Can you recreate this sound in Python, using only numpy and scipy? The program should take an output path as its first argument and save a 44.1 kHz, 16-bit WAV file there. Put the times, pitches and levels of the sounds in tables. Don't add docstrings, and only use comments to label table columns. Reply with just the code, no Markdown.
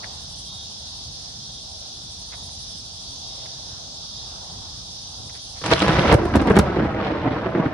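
import sys
import numpy as np
from scipy import signal
from scipy.fft import rfft, irfft, next_fast_len
from scipy.io import wavfile
from scipy.ndimage import uniform_filter1d, map_coordinates

SR = 44100
rng = np.random.default_rng(int(sys.argv[2]) if len(sys.argv) > 2 else 0)


def waveform_to_disk(signal):
    frames = np.transpose(np.atleast_2d(signal))
    scaled = np.clip(frames, -1, 1) * 32767
    samples = np.round(scaled).astype(np.int16)
    wavfile.write(sys.argv[1], SR, samples)


N = 341031
TOP_HZ = 15800


def thunder():
    through_distance = through_air(roll() + rattle() + claps())
    direct = off_the_street(through_distance + crackle()) + spits() + overload_crackles()
    return direct + houses(direct)


# [t/s, level/dB, deep part against it level/dB]
ROLL = [(5.635, -27.5, -6), (5.69, -30, 1), (5.8, -35, 6), (5.88, -22.5, -1), (6.1, -19.5, -3),
        (6.17, -29, -7), (6.31, -25.5, 1), (6.44, -25, -2), (6.55, -22.5, -1), (6.66, -26.5, 2.5),
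        (6.92, -26, -1), (7.05, -25.5, -7.5), (7.16, -26, -5.5), (7.36, -26.5, -5), (7.52, -29, -1),
        (7.63, -25, -13), (7.72, -30.5, -5.5)]
# [f/Hz, relative level/dB]
DEEP = [(20, -24), (35, -30), (50, 0), (80, 1.5), (130, 1), (190, -5), (350, -25), (1500, -55)]
BOOM = [(50, -22), (130, -10), (200, 1), (320, 0), (600, -5), (1200, -12), (1800, -15.5), (2600, -23.5),
        (4000, -31.5), (7000, -62), (16000, -88)]
CRACK = [(100, -16), (500, -1.5), (1100, -0.5), (2000, -5), (4000, -9), (5500, -14), (7000, -28.5),
         (10000, -29), (12500, -59.5), (16000, -73)]


def roll(deep_db=-0.8, boom_db=-1.5, crack_db=-15, attack_s=0.0012, rate=1100, scatter_db=0.0,
         peal_db=1.3, own_db=1.5):
    strength, depth = curves(ROLL)
    deep_gain = amp(strength + depth + deep_db)
    boom_gain = amp(strength + boom_db)
    crack_gain = amp(strength + crack_db) + tearing()
    peals = peal_db * wobble(60)
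    out = np.zeros((2, N))
    for colour, gain in (DEEP, deep_gain), (BOOM, boom_gain), (CRACK, crack_gain):
        stream = shocks(N, rate, scatter_db) * amp(peals + own_db * wobble(40))
        voice = coloured(stream, colour)[:, :N]
        out += voice / voice.mean(0).std() * gain
    return out * arrived(attack_s)


def rattle(db=-7, rate=170, scatter_db=2.5, centre_hz=1050, q=10, count=10):
    strength, _ = curves(ROLL)
    pitches = centre_hz * 2 ** np.linspace(-.9, .9, count)
    knocks = 0
    for hz in pitches:
        knocks = knocks + resonance(shocks(N, rate / count, scatter_db), hz, q) * centre_hz / hz
    knocks = filtered(knocks, lambda hz: 1 / (1 + (hz / 2600) ** 6))
    return amp(db + strength) * unit(knocks) * arrived(0.01006)


# [t/s, length t/s, boom level/dB,
# deep part against the boom level/dB, crack against the boom level/dB, boom pitch f/Hz]
CLAPS = [(5.612, 0.015, -40.5, 0, -1, 350), (5.636, 0.0081, -30.5, -6, 4, 664),
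         (5.659, 0.0085, -31, -6, 5, 600), (5.703, 0.0089, -28, -6, 4, 500),
         (5.712, .026, -17, -4, 1.5, 357), (5.779, 0.0032, -31, -8, 5, 700),
         (5.819, .01, -16.5, -11, -3, 330), (5.838, .01, -21.5, -10, -8, 450),
         (5.862, 0.0037, -28, -10, 2, 700), (5.878, 0.019, -19, -5, -4.5, 664),
         (5.918, 0.023, -22, -7, -10, 380), (5.983, 0.013, -20.5, -11, 1, 190),
         (6.031, 0.0047, -26, -10, 0, 700), (6.078, 0.0064, -23, -12, -4, 500),
         (6.103, .005, -22, -11, -2, 600), (6.11, 0.013, -13, -5.5, -4.5, 520),
         (6.12, 0.032, -8.5, -3, -15.5, 420), (6.182, 0.056, -22, -6, -22, 330),
         (6.248, .012, -19.5, 0, -21, 383), (6.337, .009, -21, -9, -6, 300),
         (6.346, 0.015, -12, -18, -16, 277), (6.361, 0.015, -15, 3, -13, 290),
         (6.39, 0.018, -21.5, -6, -8.5, 273), (6.412, 0.013, -16.5, -1.5, -19, 290),
         (6.456, 0.0078, -19.5, -9, -24, 266), (6.47, 0.022, -18, -12, -10.5, 300),
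         (6.498, 0.021, -11.5, -4, -24, 230), (6.554, 0.0088, -18.5, -12, -7, 300),
         (6.564, 0.013, -9.5, -14, -11, 218), (6.587, 0.013, -11, 2, -12.5, 200),
         (6.76, 0.016, -19, -4.5, -19, 328), (6.784, 0.025, -18.5, -8, -18, 320),
         (6.818, 0.025, -23, -9, -26, 230), (6.848, 0.024, -21.5, -2.5, -22, 200),
         (6.942, 0.01, -24.5, -7, -16, 460), (7.061, 0.0069, -20, -1, -20, 200),
         (7.104, .02, -23.5, -4, -14, 300), (7.238, 0.045, -22, -5, -26, 260),
         (7.305, 0.019, -22.5, -5, -21, 260), (7.355, 0.015, -23.5, -5, -21, 290),
         (7.456, 0.014, -21, -13, -20, 328), (7.547, .015, -17, -17, -30, 310),
         (7.571, 0.016, -20.5, -7, -29, 320), (7.591, .013, -18, -2, -31, 302),
         (7.652, 0.013, -18, -1.5, -31, 262)]


def claps(boom_db=0, crack_db=0, deep_lag_s=0.0024, rate=2400, scatter_db=2, rise_s=0.0026, fade_db=2,
          pitched_db=6, q=3):
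    out = np.zeros((2, N))
    for s, length, level, depth_db, bright_db, pitch_hz in CLAPS:
        t = np.arange(int(length * SR)) / SR
        strength = (1 - np.exp(-t / rise_s)) * amp(-fade_db * t / length)

        def volley(colour):
            return coloured(strength * shocks(len(t), rate, scatter_db, spread_ms=.12, count=4096), colour)

        deep, boom, crack = volley(DEEP), volley(BOOM), volley(CRACK)
        boom = boom + amp(pitched_db) * resonance(boom, pitch_hz, q)
        parts = (deep, depth_db, deep_lag_s), (boom, boom_db, 0), (crack, bright_db + crack_db, 0)
        for voice, part_db, lag_s in parts:
            energy = np.sum(voice.mean(0) ** 2) + 1e-12
            add(out, s + lag_s, voice * amp(level + part_db) * np.sqrt(len(t) / energy))
    return out


# [t/s,
# click level/dB, upper edge f/Hz, thud against the click level/dB, fizz against the click level/dB]
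OVERLOADS = [(5.642, -22, 9500, -10, -18), (5.663, -12.5, 9500, -22, -19), (5.7145, -13, 9500, -3, -19),
             (5.7362, -12, 9500, -17, -22), (5.794, -14, 9000, -18, -18), (5.821, -15, 9500, 1.5, -22),
             (5.882, -13.5, 10000, 3, -26), (6.1266, -7.5, 14500, -6, -24),
             (6.143, -11, 14500, -3.5, -21.5), (6.255, -23, 11000, 1, -21), (6.289, -33, 11000, -5, -20),
             (6.3573, -10.5, 14500, -3, -25), (6.366, -18, 15000, -3, -22), (6.417, -24.5, 12000, -4, -20),
             (6.473, -24, 14000, 5, -21), (6.501, -25, 14000, 10, -21), (6.519, -27, 14000, -6, -21),
             (6.5565, -25, 11000, 1, -22), (6.5665, -12.5, 13000, 4.5, -29), (6.5697, -13, 15000, -2, -29),
             (6.5893, -3, 15500, -6, -29.5), (6.5931, -3, 15500, -5, -31), (6.598, -11, 6000, -4, -25)]
# [f/Hz, relative level/dB]
OVERLOAD_COLOUR = [(200, -6), (1500, -5.5), (4000, 6.5), (7000, 0), (10500, -1), (12500, -17), (14500, -8),
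                   (16000, -21)]


def overload_crackles(db=4, t60=0.065, build_s=0.0036, thud_db=6):
    out = np.zeros((2, N))
    t = np.arange(-(SR // 50), SR // 20) / SR
    fizz = amp(-60 * np.maximum(t, 0) / t60) * np.exp(np.minimum(t, 0) / build_s)
    thud = coloured(np.ones((2, 1)), BOOM)
    thud = thud / np.abs(thud).max()
    for s, click_db, edge_hz, weight_db, fizz_db in OVERLOADS:
        click = (t == 0) + amp(fizz_db) * fizz * rng.standard_normal((2, len(t)))
        low_pass = signal.butter(6, min(edge_hz, TOP_HZ), fs=SR, output="sos")
        click = signal.sosfilt(low_pass, click)
        add(out, s + t[0], amp(click_db + db) * coloured(click, OVERLOAD_COLOUR))
        add(out, s, amp(click_db + weight_db + thud_db) * thud)
    return out


def crackle(db=-4.0, rate=200, scatter_db=1.5, centre_hz=2500, q=7, count=8):
    pitches = centre_hz * 2 ** np.linspace(-.9, .7, count)
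    cracks = sum(resonance(shocks(N, rate / count, scatter_db), hz, q) for hz in pitches)
    cracks = filtered(cracks, lambda hz: 1 / (1 + (hz / 5500) ** 6))
    return amp(db) * tearing() * unit(cracks)


# [t/s, peak level/dB, pitch f/Hz]
SPITS = [(5.7346, -6, 3840), (5.7618, -21, 3010), (5.791, -15, 3020), (5.802, -12, 3000),
         (5.8192, -13, 4100), (6.0167, -23, 3400), (6.0806, -17.5, 2870)]


def spits(db=0, q=6, life_s=0.0012):
    out, t = np.zeros((2, N)), np.arange(SR // 50) / SR
    for s, peak_db, pitch_hz in SPITS:
        burst = rng.standard_normal((2, len(t))) * t * np.exp(-t / life_s)
        ring = resonance(resonance(burst, pitch_hz, q / 2), pitch_hz, q / 2)
        add(out, s, amp(peak_db + db) * ring / np.abs(ring).max())
    return out


# [t/s at the height, half width t/s, level/dB]
LATE_TEARS = [(6.75, 0.14, -46), (7.05, 0.041, -37), (7.3, 0.2, -44.5), (7.67, 0.051, -54)]
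TEAR_DB, TEAR_END_S, TEAR_RELEASE_S = -28.5, 6.125, 0.0038


def tearing(attack_s=0.042):
    past_end = np.maximum(np.arange(N) / SR - TEAR_END_S, 0)
    near = amp(TEAR_DB) * arrived(attack_s) * np.exp(-past_end / TEAR_RELEASE_S)
    return near + sum(amp(db) * swell(s, width) for s, width, db in LATE_TEARS)


def shocks(length, rate, scatter_db, lead_ms=0.044, spread_ms=.11, count=N):
    when, size, bearing = rng.random(count), rng.standard_normal(count), rng.standard_normal(count)
    at = np.flatnonzero(when[:length] < rate / SR)
    push = rng.choice([-1, 1], count)[at] * amp(scatter_db * size[at])
    lag = np.round((lead_ms + spread_ms * bearing[at]) * SR / 1000).astype(int)
    ports = [np.bincount(np.clip(at + d, 0, length - 1), push, length) for d in (0, lag)]
    return np.array(ports)


FLASH_S, ARRIVAL_S = 5.0, 5.635


def arrived(attack_s):
    since = np.maximum(np.arange(N) / SR - ARRIVAL_S, 0)
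    return 1 - np.exp(-since / attack_s)


def nearness(s):
    shortest = ARRIVAL_S - FLASH_S
    return shortest / np.maximum(s - FLASH_S, shortest)


def through_air(x, dull_hz=3500, loss=3.6):
    core = filtered(x, lambda hz: 1 / np.sqrt(1 + (hz / dull_hz) ** 4))
    return core + (x - core) * nearness(np.arange(N) / SR) ** loss


# [t/s, lag t/ms]
BOUNCE_LAG = [(5.635, 6.1), (5.74, 6.2), (6.04, 5.84), (6.12, 0.97), (6.25, 2.8), (6.35, 3.13), (6.52, 4.6),
              (6.92, 6.3), (7.28, 6.7), (7.4, 6.3), (7.53, 5.8), (7.72, 6.6)]


def off_the_street(x, share=0.38, dull_hz=4500):
    lag_ms, = curves(BOUNCE_LAG)
    soft = filtered(x, lambda hz: 1 / np.sqrt(1 + (hz / dull_hz) ** 4))
    at = np.arange(N) - lag_ms * SR / 1000
    bounce = np.array([np.interp(at, np.arange(N), port) for port in soft])
    return (x + share * bounce) / np.hypot(1, share)


def houses(x, t60=0.2, db=-17, delay_s=0.017):
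    t = np.arange(SR // 2) / SR
    scatter = rng.standard_normal((2, len(t))) * amp(-60 * t / t60) * (t > delay_s)
    colour = [(100, -7.5), (280, -0.5), (550, 7.5), (2000, 3.0), (8000, -6.5)]  # f/Hz, level/dB
    tail = coloured(scatter / np.linalg.norm(scatter[0]), colour)
    return amp(db) * signal.fftconvolve(x, tail, axes=1)[:, :N]


# [f/Hz, relative level/dB]
CICADAS = [(1800, -42), (2600, -19), (3050, -10.5), (3400, -0.5), (3700, 0.5), (4200, -1), (5100, 1.5),
           (6200, -4), (7200, -17.5), (8500, -18.5), (10600, -21.5), (11500, -30), (12500, -72),
           (15000, -36.5)]
# [t/s at the height, half width t/s, rise level/dB]
CHORUS_SWELLS = [(.45, 0.46, 0.1), (3.35, 0.39, 1), (4.25, 0.27, 0.9)]
CICADA_DB = -40.5


def cicadas(drift_db=-0.03, flutter_db=0.28):
    swells_db = sum(rise_db * swell(s, width) for s, width, rise_db in CHORUS_SWELLS)
    level_db = CICADA_DB + swells_db + drift_db * wobble(4.12) + flutter_db * wobble(31)
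    return amp(level_db) * rush(CICADAS, patchy_db=1.0)


# [t/s, level/dB]
KATYDID = [(0, -59), (.36, -52.5), (.75, -60), (1.9, -59.5), (2.6, -54), (3.2, -61), (3.8, -66.5),
           (5.4, -56.5)]
# [f/Hz, relative level/dB]
RASP = [(5000, -51), (7500, 0), (8500, -1.5), (9600, 4.5), (10600, 0), (11500, -14.5), (13000, -51)]


def katydid(stroke_hz=12.1, first_s=0.063, sharp=0.4):
    level_db, = curves(KATYDID)
    turns = (np.arange(N) / SR - first_s) * stroke_hz + 0.047 * wobble(1.8)
    puffs = np.abs(np.cos(np.pi * turns)) ** (2 * sharp)
    return amp(level_db) * unit(puffs) * rush(RASP, patchy_db=2.5)


# [t/s, length t/s, level/dB, pitch f/Hz, lower side line level/dB]
CALLS = [(0.445, 0.24, -41.5, 3720, -4), (1.39, .25, -45, 3705, -7), (2.29, .23, -47, 3730, -7),
         (3.165, .3, -45, 3710, -7), (4.085, .23, -45.5, 3730, -6)]


def frog(pulse_hz=390, upper_db=-7, scoop=.027, waver_db=1.5):
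    out = np.zeros(N)
    for s, length, level, pitch_hz, lower_db in CALLS:
        u = np.linspace(-1, 1, int(length * SR))
        hz = pitch_hz * (1 - scoop * np.abs(u - .1) ** 3 + .001 * wobble(45)[:len(u)])
        note = 0
        for k, db in (-1, lower_db), (0, 0), (1, upper_db):
            phase = 2 * np.pi * np.cumsum(hz + k * pulse_hz) / SR
            note = note + amp(db + waver_db * wobble(30)[:len(u)]) * np.sin(phase)
        add(out, s, amp(level) * unit(note) * (1 - u ** 4))
    return out


# [t/s, peak level/dB, length t/s, ring level/dB]
TICKS = [(0.026, -32.5, 0.05, 2), (0.041, -26.5, 0.0076, 14), (2.313, -37.5, 0.062, -12),
         (2.332, -35.5, .03, -10), (2.492, -42.5, 0.006, -2), (3.451, -39, 0.031, -9),
         (5.292, -40, 0.026, -9), (5.335, -43, 0.081, -12), (5.548, -41, 0.094, -12)]
# [f/Hz, relative level/dB]
TICK = [(200, -20), (750, 6), (1150, -7), (1400, -1.5), (2100, -1), (2700, -6.5), (4000, -13), (9000, -48)]


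def ticks(ring_hz=1800, q=6, rise=0.26):
    out, t = np.zeros((2, N)), np.arange(SR // 6) / SR
    for s, peak_db, length, ring_db in TICKS:
        u = t / (rise * length)
        puff = rng.standard_normal((2, len(t))) * u ** 2 * np.exp(-2 * u)
        tick = coloured(puff, TICK)
        tick = tick + amp(ring_db) * resonance(tick, ring_hz, q)
        add(out, s, amp(peak_db) * tick / np.abs(tick.mean(0)).max())
    return out


# [f/Hz, relative level/dB]
RUMBLE = [(20, -43), (45, -4), (72, 0), (120, -4), (200, -10.5), (350, -20.5), (1000, -32), (3000, -70)]
TREES = [(150, -10), (400, -7.5), (750, 2.5), (1100, -6.5), (1500, -12.5), (2200, -19.5), (5000, -34),
         (11000, -47), (13000, -51)]
# [t/s at the height, half width t/s, rise level/dB]
GUSTS = [(.03, 0.3, 5), (2.4, 0.1, 2), (3.5, 0.22, 4), (4.5, 0.39, 5)]
# [t/s at the height, half width t/s, rise level/dB]
BUMPS = [(5.198, .016, 10.5), (5.245, .02, 5)]
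WIND_DB, TREES_DB = -45.5, -54


def wind():
    gust_db = sum(rise_db * swell(s, width) for s, width, rise_db in GUSTS)
    bump_db = sum(rise_db * swell(s, width) for s, width, rise_db in BUMPS)
    rumble = amp(WIND_DB + bump_db) * rush(RUMBLE, patchy_db=1.0)
    sough = amp(TREES_DB + gust_db) * rush(TREES, patchy_db=1.96)
    return rumble + sough


# [f/Hz, likeness]
ALIKE = [(60, 0.83), (130, 0.96), (290, 0.7), (640, 0.17), (1400, -0.12), (3600, 0.09), (5000, -0.16),
         (7200, -0.39), (9000, 0.69)]


def rush(spectrum, patchy_db):
    z = signal.stft(rng.standard_normal((2, N)), nperseg=512)[2]
    field = uniform_filter1d(rng.standard_normal(z.shape[1:]), size=6, axis=0)
    field = uniform_filter1d(field, size=22, axis=1)
    pair = signal.istft(z * amp(patchy_db * unit(field)), nperseg=512)[1][:, :N]

    def response(hz):
        width = np.tan(np.arccos(np.clip(along(ALIKE, hz), -.9, 1)) / 2)
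        return amp(along(spectrum, hz)) * np.array([np.ones_like(hz), width])

    mid, side = filtered(pair, response)
    return np.array([mid + side, mid - side]) / mid.std()


def amp(db):
    return 10 ** (np.asarray(db) / 20)


def unit(x):
    return x / np.sqrt(np.mean(x ** 2) + 1e-20)


def along(points, hz):
    f, v = np.transpose(points)
    return np.interp(np.log(hz + 1), np.log(f + 1), v)


def curves(rows):
    s, *cols = np.transpose(rows)
    return [np.interp(np.arange(N) / SR, s, c) for c in cols]


def wobble(rate):
    knots = rng.standard_normal(int(N * rate / SR) + 4)
    return map_coordinates(knots, [np.arange(N) * rate / SR])


def swell(s, width):
    return np.exp(-((np.arange(N) / SR - s) / width) ** 2)


def add(track, s, sound):
    part = track[..., round(s * SR):][..., :sound.shape[-1]]
    part += sound[..., :part.shape[-1]]


def filtered(x, response):
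    m = next_fast_len(N + SR // 2)
    return irfft(rfft(x, m) * response(np.fft.rfftfreq(m, 1 / SR)), m)[..., :N]


def coloured(x, spectrum, size=2048):
    cepstrum = irfft(np.log(amp(along(spectrum, np.fft.rfftfreq(size, 1 / SR)))))
    fold = np.r_[1, np.full(size // 2 - 1, 2), 1, np.zeros(size // 2 - 1)]
    impulse = irfft(np.exp(rfft(cepstrum * fold)))
    return signal.fftconvolve(x, impulse[None], axes=1)


def resonance(x, hz, q):
    return signal.lfilter(*signal.iirpeak(hz, max(q, .5), SR), x)


# [t/s, drop level/dB]
GAIN_DROP = [(6.08, 0), (6.18, 9), (6.55, 10), (6.75, 16.5), (7.0, 21.5)]


def scene():
    drop_db, = curves(GAIN_DROP)
    street = (cicadas() + katydid() + frog() + ticks() + wind()) * amp(-drop_db)
    return thunder() * amp([[-.4], [.4]]) + street * amp([[-.7], [.7]])


def record(dry):
    rounded = dry / (1 + np.abs(dry / .95) ** 5) ** (1 / 5)
    return filtered(rounded, lambda hz: hz < TOP_HZ)


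dry = scene()
out = record(dry)
waveform_to_disk(out)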